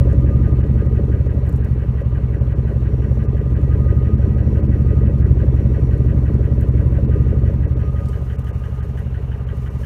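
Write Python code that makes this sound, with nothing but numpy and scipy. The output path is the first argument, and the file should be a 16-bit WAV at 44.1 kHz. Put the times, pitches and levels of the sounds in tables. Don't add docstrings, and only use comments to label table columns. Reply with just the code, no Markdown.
import sys
import numpy as np
from scipy import signal
from scipy.fft import rfft, irfft, next_fast_len
from scipy.io import wavfile
from scipy.ndimage import uniform_filter1d

SR = 44100
rng = np.random.default_rng(int(sys.argv[2]) if len(sys.argv) > 2 else 0)


def store_pcm(level_fs):
    pcm = np.round(np.clip(level_fs, -1, 1) * 32767).astype(np.int16)
    wavfile.write(sys.argv[1], SR, np.atleast_2d(pcm).T)


def undo_db(level):
    steps = np.asarray(level, float) / 20
    return 10 ** steps


N = 434385
TIME_S = np.arange(N) / SR

# time_s, speed_rpm
CRANK_SPEED = [(0.0, 694.8), (0.74, 702.5), (1.38, 717.3), (1.75, 684.2), (2.71, 689.8), (2.72, 686.9),
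               (3.48, 689.3), (3.64, 706.4), (4.35, 724.6), (5.34, 704.3), (5.39, 695.3), (5.89, 692.8),
               (6.9, 700.9), (8.03, 713.5), (8.15, 706.8), (8.7, 714.1), (9.22, 700.6), (9.85, 693.0)]


def crank_rpm():
    return column(CRANK_SPEED, 1)


def crank_cycle():
    return np.cumsum(crank_rpm()) / SR / 120


# time_s, rumble_db
TAILPIPE_LEVEL = [(0.0, -10), (0.7, -13), (1.0, -14), (2.0, -16.5), (2.7, -15), (3.1, -14.5), (3.4, -14.5),
                  (3.75, -12.5), (4.1, -13.5), (5.1, -12), (5.75, -13), (6.8, -12.5), (7.45, -13.5),
                  (7.8, -16), (8.15, -19), (8.5, -20.5), (9.5, -21), (9.85, -20.5)]


def away():
    close_db, away_db = -13, -20
    return np.clip((close_db - column(TAILPIPE_LEVEL, 1)) / (close_db - away_db), 0, 1)


def exhaust(cycle):
    mix = undo_db(-0.6) * rumble(cycle) + gas_flow() + low_rasp(cycle) + upper_rasp(cycle)
    return undo_db(column(TAILPIPE_LEVEL, 1)) * mix


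# cycle_place (0-1), bank (0 or 1), blow_db
FIRING = [
    (0.0121, 1, 6.7),
    (0.1351, 0, 9.5),
    (0.2818, 1, -2.4),
    (0.3836, 1, 2.4),
    (0.5089, 0, 6.0),
    (0.6402, 1, 5.4),
    (0.7733, 0, -10.5),
    (0.8834, 0, 7.1),
]
# pitch_hz, width_hz, gain (signed by its first swing)
PIPE_BANK_0 = [(54.9, 23.54, -1.69), (73.16, 12.0, -1.25), (72.0, 54.0, 1.62), (128.07, 39.56, 9.9),
               (128.0, 41.21, -9.77), (214.29, 12.0, -0.17), (247.08, 18.69, -0.06)]
# pitch_hz, width_hz, gain (signed by its first swing)
PIPE_BANK_1 = [(47.95, 28.8, 0.73), (74.35, 12.0, -0.66), (93.67, 18.98, -1.36), (117.85, 12.0, -1.02),
               (128.0, 33.73, 0.65), (200.11, 12.0, 0.18), (300.6, 12.0, 0.05)]


def rumble(cycle):
    size = next_fast_len(N + 2 * SR)
    hz = np.fft.rfftfreq(size, 1 / SR)
    first_cycle = np.searchsorted(cycle, 1)
    spectrum = 0
    for bank, pipe in enumerate([PIPE_BANK_0, PIPE_BANK_1]):
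        places, blow_db = np.transpose([(place, db) for place, side, db in FIRING if side == bank])
        ring = sum(gain * width * f / (f ** 2 - hz ** 2 + 1j * hz * width) for f, width, gain in pipe)
        blows = beats(cycle, places, blow_db, spread_db=.8, jitter_s=.0002)
        blows = np.pad(blows, (0, size - N))
        blows[-first_cycle:] = blows[:first_cycle]
        spectrum = spectrum + ring * rfft(blows)
    bass_cut = hz ** 2 / (45 ** 2 - hz ** 2 + 64j * hz)
    bass_cut = bass_cut / (1 + (37 / (hz + 1)) ** 10)
    return evened(irfft(spectrum * bass_cut, size)[:N])


# cycle_place (0-1), low_db, middle_db, high_db
SLUGS = [(.035, -4, -6, -14), (.06, -9, -12, -3), (.2, -8, -12, -16), (.29, -2, -3, -16),
         (.385, -3, -4, -5), (.41, -12, -14, -4), (.54, -5, -8, -16), (.645, -6, -8, -8),
         (.7, -12, -14, -8), (.765, -3, 0, 0), (.825, -3, -4, -10), (.945, -7, -8, -5)]


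def rasp(cycle, slug_db, modes, centre_hz, span_hz, lead_cycles, jitter_s):
    places = np.transpose(SLUGS)[0] - lead_cycles
    slaps = beats(cycle, places, slug_db, spread_db=2, jitter_s=jitter_s)
    decay = np.exp(-np.arange(800) / SR / .004)
    tumble = signal.oaconvolve(slaps, decay)[:N] + .04
    ring = body(slaps + .045 * rng.standard_normal(N) * tumble, modes)
    return evened(resonate_twice(ring, centre_hz, span_hz))


# pitch_hz, width_hz, level_db
LOW_RASP_MODES = [(210, 8.9, 7.5), (256, 86, -6), (289.2, 41, -1), (356, 40, -2)]


def low_rasp(cycle):
    low_db = np.transpose(SLUGS)[1]
    level_db = -16 - 9.5 * away()
    return undo_db(level_db) * rasp(cycle, low_db, LOW_RASP_MODES, 245.0, 170, 0, jitter_s=.0005)


# pitch_hz, width_hz, level_db
MIDDLE_RASP_MODES = [(386, 26, 0), (431, 30, 0), (485, 40, -7)]
# pitch_hz, width_hz, level_db
HIGH_RASP_MODES = [(510, 40, -8), (562, 22, 0), (650, 80, -14)]


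def upper_rasp(cycle):
    middle_db, high_db = np.transpose(SLUGS)[2:]
    lead_cycles, jitter_s = .025, .0009
    middle = glide(rasp(cycle, middle_db, MIDDLE_RASP_MODES, 441, 380, lead_cycles, jitter_s))
    high = rasp(cycle, high_db, HIGH_RASP_MODES, 561, 420, lead_cycles, jitter_s)
    return undo_db(-22) * (middle + undo_db(-5.5) * high)


def glide(x):
    sweep_s_per_hz, sweep_hz = .00005, 420
    size = next_fast_len(N)
    offset_hz = np.clip(np.fft.rfftfreq(size, 1 / SR), 0, 2 * sweep_hz) - sweep_hz
    return irfft(rfft(x, size) * np.exp(-1j * np.pi * sweep_s_per_hz * offset_hz ** 2), size)[:N]


# pitch_hz, level_db
FLOW_SPECTRUM = [(30, -55), (38, -26), (48, -6), (70, 0), (130, -2), (200, -8), (260, -20), (500, -30),
                 (700, -40), (1100, -48)]


def gas_flow():
    return undo_db(-17.5) * coloured(FLOW_SPECTRUM, patchy_db=1.5)


# pitch_hz, level_db
ROAR_SPECTRUM = [(500, -11.5), (650, 2), (800, 0), (1150, -2.5), (1350, -5), (2000, -10.5), (2900, -15),
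                 (3300, -20.5), (4400, -24), (4800, -38), (6000, -54.5)]


def roar(cycle):
    throb_db = 1.5 * np.cos(2 * np.pi * (3 * cycle - .15))
    return undo_db(-48.7 + throb_db) * coloured(ROAR_SPECTRUM, patchy_db=1.5)


# pitch_hz, width_hz, level_db
CHUFF_MODES = [(1494, 55, 0.5), (1650, 100, -0.5), (1920, 52, 1.5), (2310, 190, -13.5), (2570, 140, -11),
               (3000, 150, -14.5)]
# cycle_place (0-1), level_db
CHUFF_SHAPE = [(0.0, -17), (.5, -19), (.525, -2), (.56, -3), (.595, 2), (.62, -3), (.675, 0), (.75, -3),
               (.85, -10), (1.0, -17)]


def chuff(cycle):
    lead_cycles = .012
    air = rng.standard_normal(N) * amp_of(CHUFF_SHAPE, (cycle + lead_cycles) % 1)
    return undo_db(-53 - 3.5 * away()) * evened(body(air, CHUFF_MODES))


def knock(cycle):
    taps = beats(cycle, [.52, .595], np.array([0, -5]), spread_db=1, jitter_s=.0007)
    bright = resonate(rattle(taps, .008, 3030, 300), 3030, 400)
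    dull = resonate(rattle(taps, .007, 1600, 300), 1600, 400)
    clearing_db = np.interp(TIME_S, (7.6, 8.2), [0, 14.5])
    return undo_db(-61.5 + clearing_db) * (bright + 2.6 * dull)


# cycle_place (0-1), level_db
VALVES = [
    (.03, -63),
    (.655, -65),
]


def valve_ticks(cycle):
    places, level_db = np.transpose(VALVES)
    clicks = beats(cycle, places, level_db, spread_db=2.5, jitter_s=.0005)
    return rattle(clicks, .003, 8000, 7000)


# middle_s, length_s, rise_db
PUMP_SWELLS = [(.4, 2.7, 8.5), (1.5, 0.33, 5), (2.1, .6, 4), (3.3, 1, 3), (3.85, 1.5, 10.5), (4.9, 1.8, 7),
               (6.0, 1, 1.5), (7.2, 0.62, 10.5), (8.0, 1.06, 12), (8.6, 1.0, 8.5), (9.55, 0.74, 5.5)]


def pump_whine():
    pump_hz = 1221 + .95 * (crank_rpm() - 700)
    fuzz = resonate(rng.standard_normal(N), pump_hz, 36)
    fuzz = evened(resonate(fuzz, pump_hz, 25))
    tone = np.sin(2 * np.pi * np.cumsum(pump_hz) / SR)
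    return undo_db(-59.5 + swells(PUMP_SWELLS)) * (.8 * fuzz + .9 * tone)


# middle_s, length_s, rise_db
ALTERNATOR_SWELLS = [
    (.2, 1.0, 6.5),
    (1.5, 0.58, 4),
    (2.35, .4, 6.5),
    (3.1, 1.1, 9),
    (4.4, 1.5, 10.5),
    (5.8, 2.3, 7.5),
    (7.0, 1.5, 4),
    (7.83, 0.28, 12),
]


def alternator_tone():
    load_on_s, load_off_s, sag_hz = 1.5, 3.55, 25
    loaded = (TIME_S > load_on_s) & (TIME_S < load_off_s)
    tone_hz = 5730 - sag_hz * loaded
    waver_db = 2.2 * evened(uniform_filter1d(rng.standard_normal(N), size=3000))
    level = undo_db(-80 + swells(ALTERNATOR_SWELLS) + waver_db)
    return level * np.sin(2 * np.pi * np.cumsum(tone_hz) / SR)


# pitch_hz, width_hz, level_db
HUMS = [(997, 18, -60), (1927, 14, -64), (2229, 14, -70), (2627, 18, -71), (4300, 60, -79), (11461, 6, -92)]


def hums():
    total = np.zeros(N)
    for pitch_hz, width_hz, level_db in HUMS:
        total += undo_db(level_db) * evened(resonate(rng.standard_normal(N), pitch_hz, width_hz))
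    return undo_db(2.5 - 6.5 * away()) * total


# time_s, peak_db, centre_hz
CLICKS = [(.129, -46, 7000), (1.467, -50, 11000), (1.493, -41, 10000), (1.526, -46, 8000),
          (1.556, -50, 5500), (1.562, -44, 11000), (1.574, -51, 10000), (1.647, -41, 9000),
          (3.106, -53, 7000), (3.614, -49, 7000), (3.797, -53, 7000), (4.629, -53, 7000),
          (5.562, -50, 8000), (5.978, -51, 7000), (6.341, -49, 7000), (6.61, -39, 13000),
          (6.685, -52, 8000), (6.86, -51, 8000), (7.932, -52, 11000), (8.057, -42, 6500),
          (8.086, -41, 7000), (8.092, -44, 7000), (8.33, -50, 9000), (8.392, -43, 10000),
          (8.444, -45, 10000), (8.487, -47, 10000), (8.495, -48, 11000), (8.975, -50, 9000),
          (8.99, -47, 9000), (9.0, -49, 10000)]


def fingers():
    length = 600
    out = np.zeros(N + length)
    decay = np.exp(-np.arange(length) / SR / .0034)
    for time_s, peak_db, centre_hz in CLICKS:
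        band_hz = [.6 * centre_hz, 1.5 * centre_hz]
        band = signal.butter(2, band_hz, "band", fs=SR, output="sos")
        scratch = evened(signal.sosfilt(band, rng.standard_normal(length)))
        out[round(time_s * SR):][:length] += undo_db(peak_db - 6) * scratch * decay
    return out[:N]


# pitch_hz, level_db
HISS_SPECTRUM = [(3000, -12.5), (4800, -3.5), (6200, -0.5), (7000, -3.7), (8000, -6.5), (9500, -3.5),
                 (10500, -10), (11200, -6.5), (15500, -8), (16000, -35.5)]
# middle_s, length_s, rise_db
RUSTLES = [
    (8.1, 0.33, 2.5),
    (8.45, 1.8, 9.5),
    (9.0, 0.17, 3.5),
    (9.35, 1.5, 5),
    (9.6, 0.29, 5.5),
    (9.85, .6, 12.5),
]


def hiss():
    flicker_db = 1.3 * evened(uniform_filter1d(rng.standard_normal(N), size=900))
    level_db = -67 - 5.5 * away() + swells(RUSTLES) + flicker_db
    return undo_db(level_db) * coloured(HISS_SPECTRUM, patchy_db=-0.5)


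def fan():
    air = resonate_twice(rng.standard_normal(N), 2820, 350)
    return undo_db(-65) * away() ** 2 * evened(air)


def beats(cycle, places, level_db, spread_db, jitter_s):
    wanted = np.arange(int(cycle[-1]) + 1)[:, None] + np.asarray(places)
    chance = rng.standard_normal(wanted.shape + (2,))
    at = np.interp(wanted, cycle, np.arange(N)) + jitter_s * SR * chance[..., 0]
    at = np.clip(at.astype(int), 0, N - 1)
    strength = undo_db(level_db + spread_db * chance[..., 1]) * (wanted < cycle[-1])
    train = np.zeros(N)
    np.add.at(train, at, strength)
    return train


def rattle(train, decay_s, centre_hz, width_hz):
    burst = signal.oaconvolve(train, np.exp(-np.arange(2000) / SR / decay_s))[:N]
    return burst * evened(resonate(rng.standard_normal(N), centre_hz, width_hz))


def resonate(x, pitch_hz, width_hz):
    turn = np.exp(2j * np.pi * np.cumsum(pitch_hz * np.ones(N)) / SR)
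    r = np.exp(-np.pi * width_hz / SR)
    return 2 * (turn * signal.lfilter([1 - r], [1, -r], x / turn)).real


def resonate_twice(x, pitch_hz, width_hz):
    return resonate(resonate(x, pitch_hz, width_hz), pitch_hz, width_hz)


def body(x, modes):
    out = np.zeros(N)
    for k, (pitch_hz, width_hz, level_db) in enumerate(modes):
        out += (-1) ** k * undo_db(level_db) * resonate(x, pitch_hz, width_hz)
    return out


def coloured(spectrum, patchy_db):
    frames, bin_hz = N // 256 + 5, np.fft.rfftfreq(1024, 1 / SR)
    a, b, patches = rng.standard_normal((frames, 513, 3)).T
    patches = uniform_filter1d(patches, size=12, axis=0)
    patches = evened(uniform_filter1d(patches, size=10, axis=1))
    pitch_hz, level_db = np.transpose(spectrum)
    shape_db = np.interp(np.log(bin_hz + 1), np.log(pitch_hz), level_db, left=-90, right=-90)
    bins = (a + 1j * b) * undo_db(shape_db[:, None] + patchy_db * patches)
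    return evened(signal.istft(bins, nperseg=1024, noverlap=768)[1][:N])


def swells(rows):
    total_db = np.zeros(N)
    for middle_s, length_s, rise_db in rows:
        total_db += rise_db * np.cos(np.pi * np.clip((TIME_S - middle_s) / length_s, -.5, .5)) ** 2
    return total_db


def amp_of(points, at):
    place, level_db = np.transpose(points)
    return undo_db(np.interp(at, place, level_db))


def column(rows, k):
    rows = np.array(rows)
    return np.interp(TIME_S, rows[:, 0], rows[:, k])


def evened(x):
    return x / np.sqrt(np.mean(x ** 2) + 1e-20)


def scene():
    cycle = crank_cycle()
    engine_bay = roar(cycle) + chuff(cycle) + knock(cycle) + valve_ticks(cycle)
    whines = pump_whine() + alternator_tone() + hums()
    mix = exhaust(cycle) + engine_bay + whines + fingers() + hiss() + fan()
    return mix[None]


def band_limit(x):
    return signal.sosfilt(signal.butter(12, 15830, fs=SR, output="sos"), x)


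# time_s, depth_db
TREBLE_DROPOUTS = [(0.534, -33), (0.621, -20), (0.876, -27.5), (1.281, -17), (1.622, -12), (2.03, -9),
                   (2.392, -33), (2.539, -15), (3.268, -42.5), (3.393, -21), (3.543, -37), (4.161, -16.5),
                   (4.355, -12.5), (4.418, -6.5), (4.612, -37), (4.674, -16), (5.077, -21), (5.228, -31),
                   (5.246, -28), (6.699, -29), (7.064, -19), (7.66, -16), (7.746, -42.5), (8.366, -40),
                   (8.428, -14), (8.515, -17), (8.812, -15), (9.452, -17), (9.687, -18.5)]


def record(dry):
    high_pass = signal.butter(N=6, Wn=2700, btype="high", fs=SR, output="sos")
    treble = signal.sosfiltfilt(high_pass, dry)
    length = 1100
    dip_db = np.zeros(N + length)
    for time_s, depth_db in TREBLE_DROPOUTS:
        dip_db[round((time_s - .006) * SR):][:length] += depth_db * np.hanning(length)
    mix = dry + treble * (undo_db(dip_db[:N]) - 1)
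    return band_limit(mix)


dry = scene()
out = record(dry)
store_pcm(out)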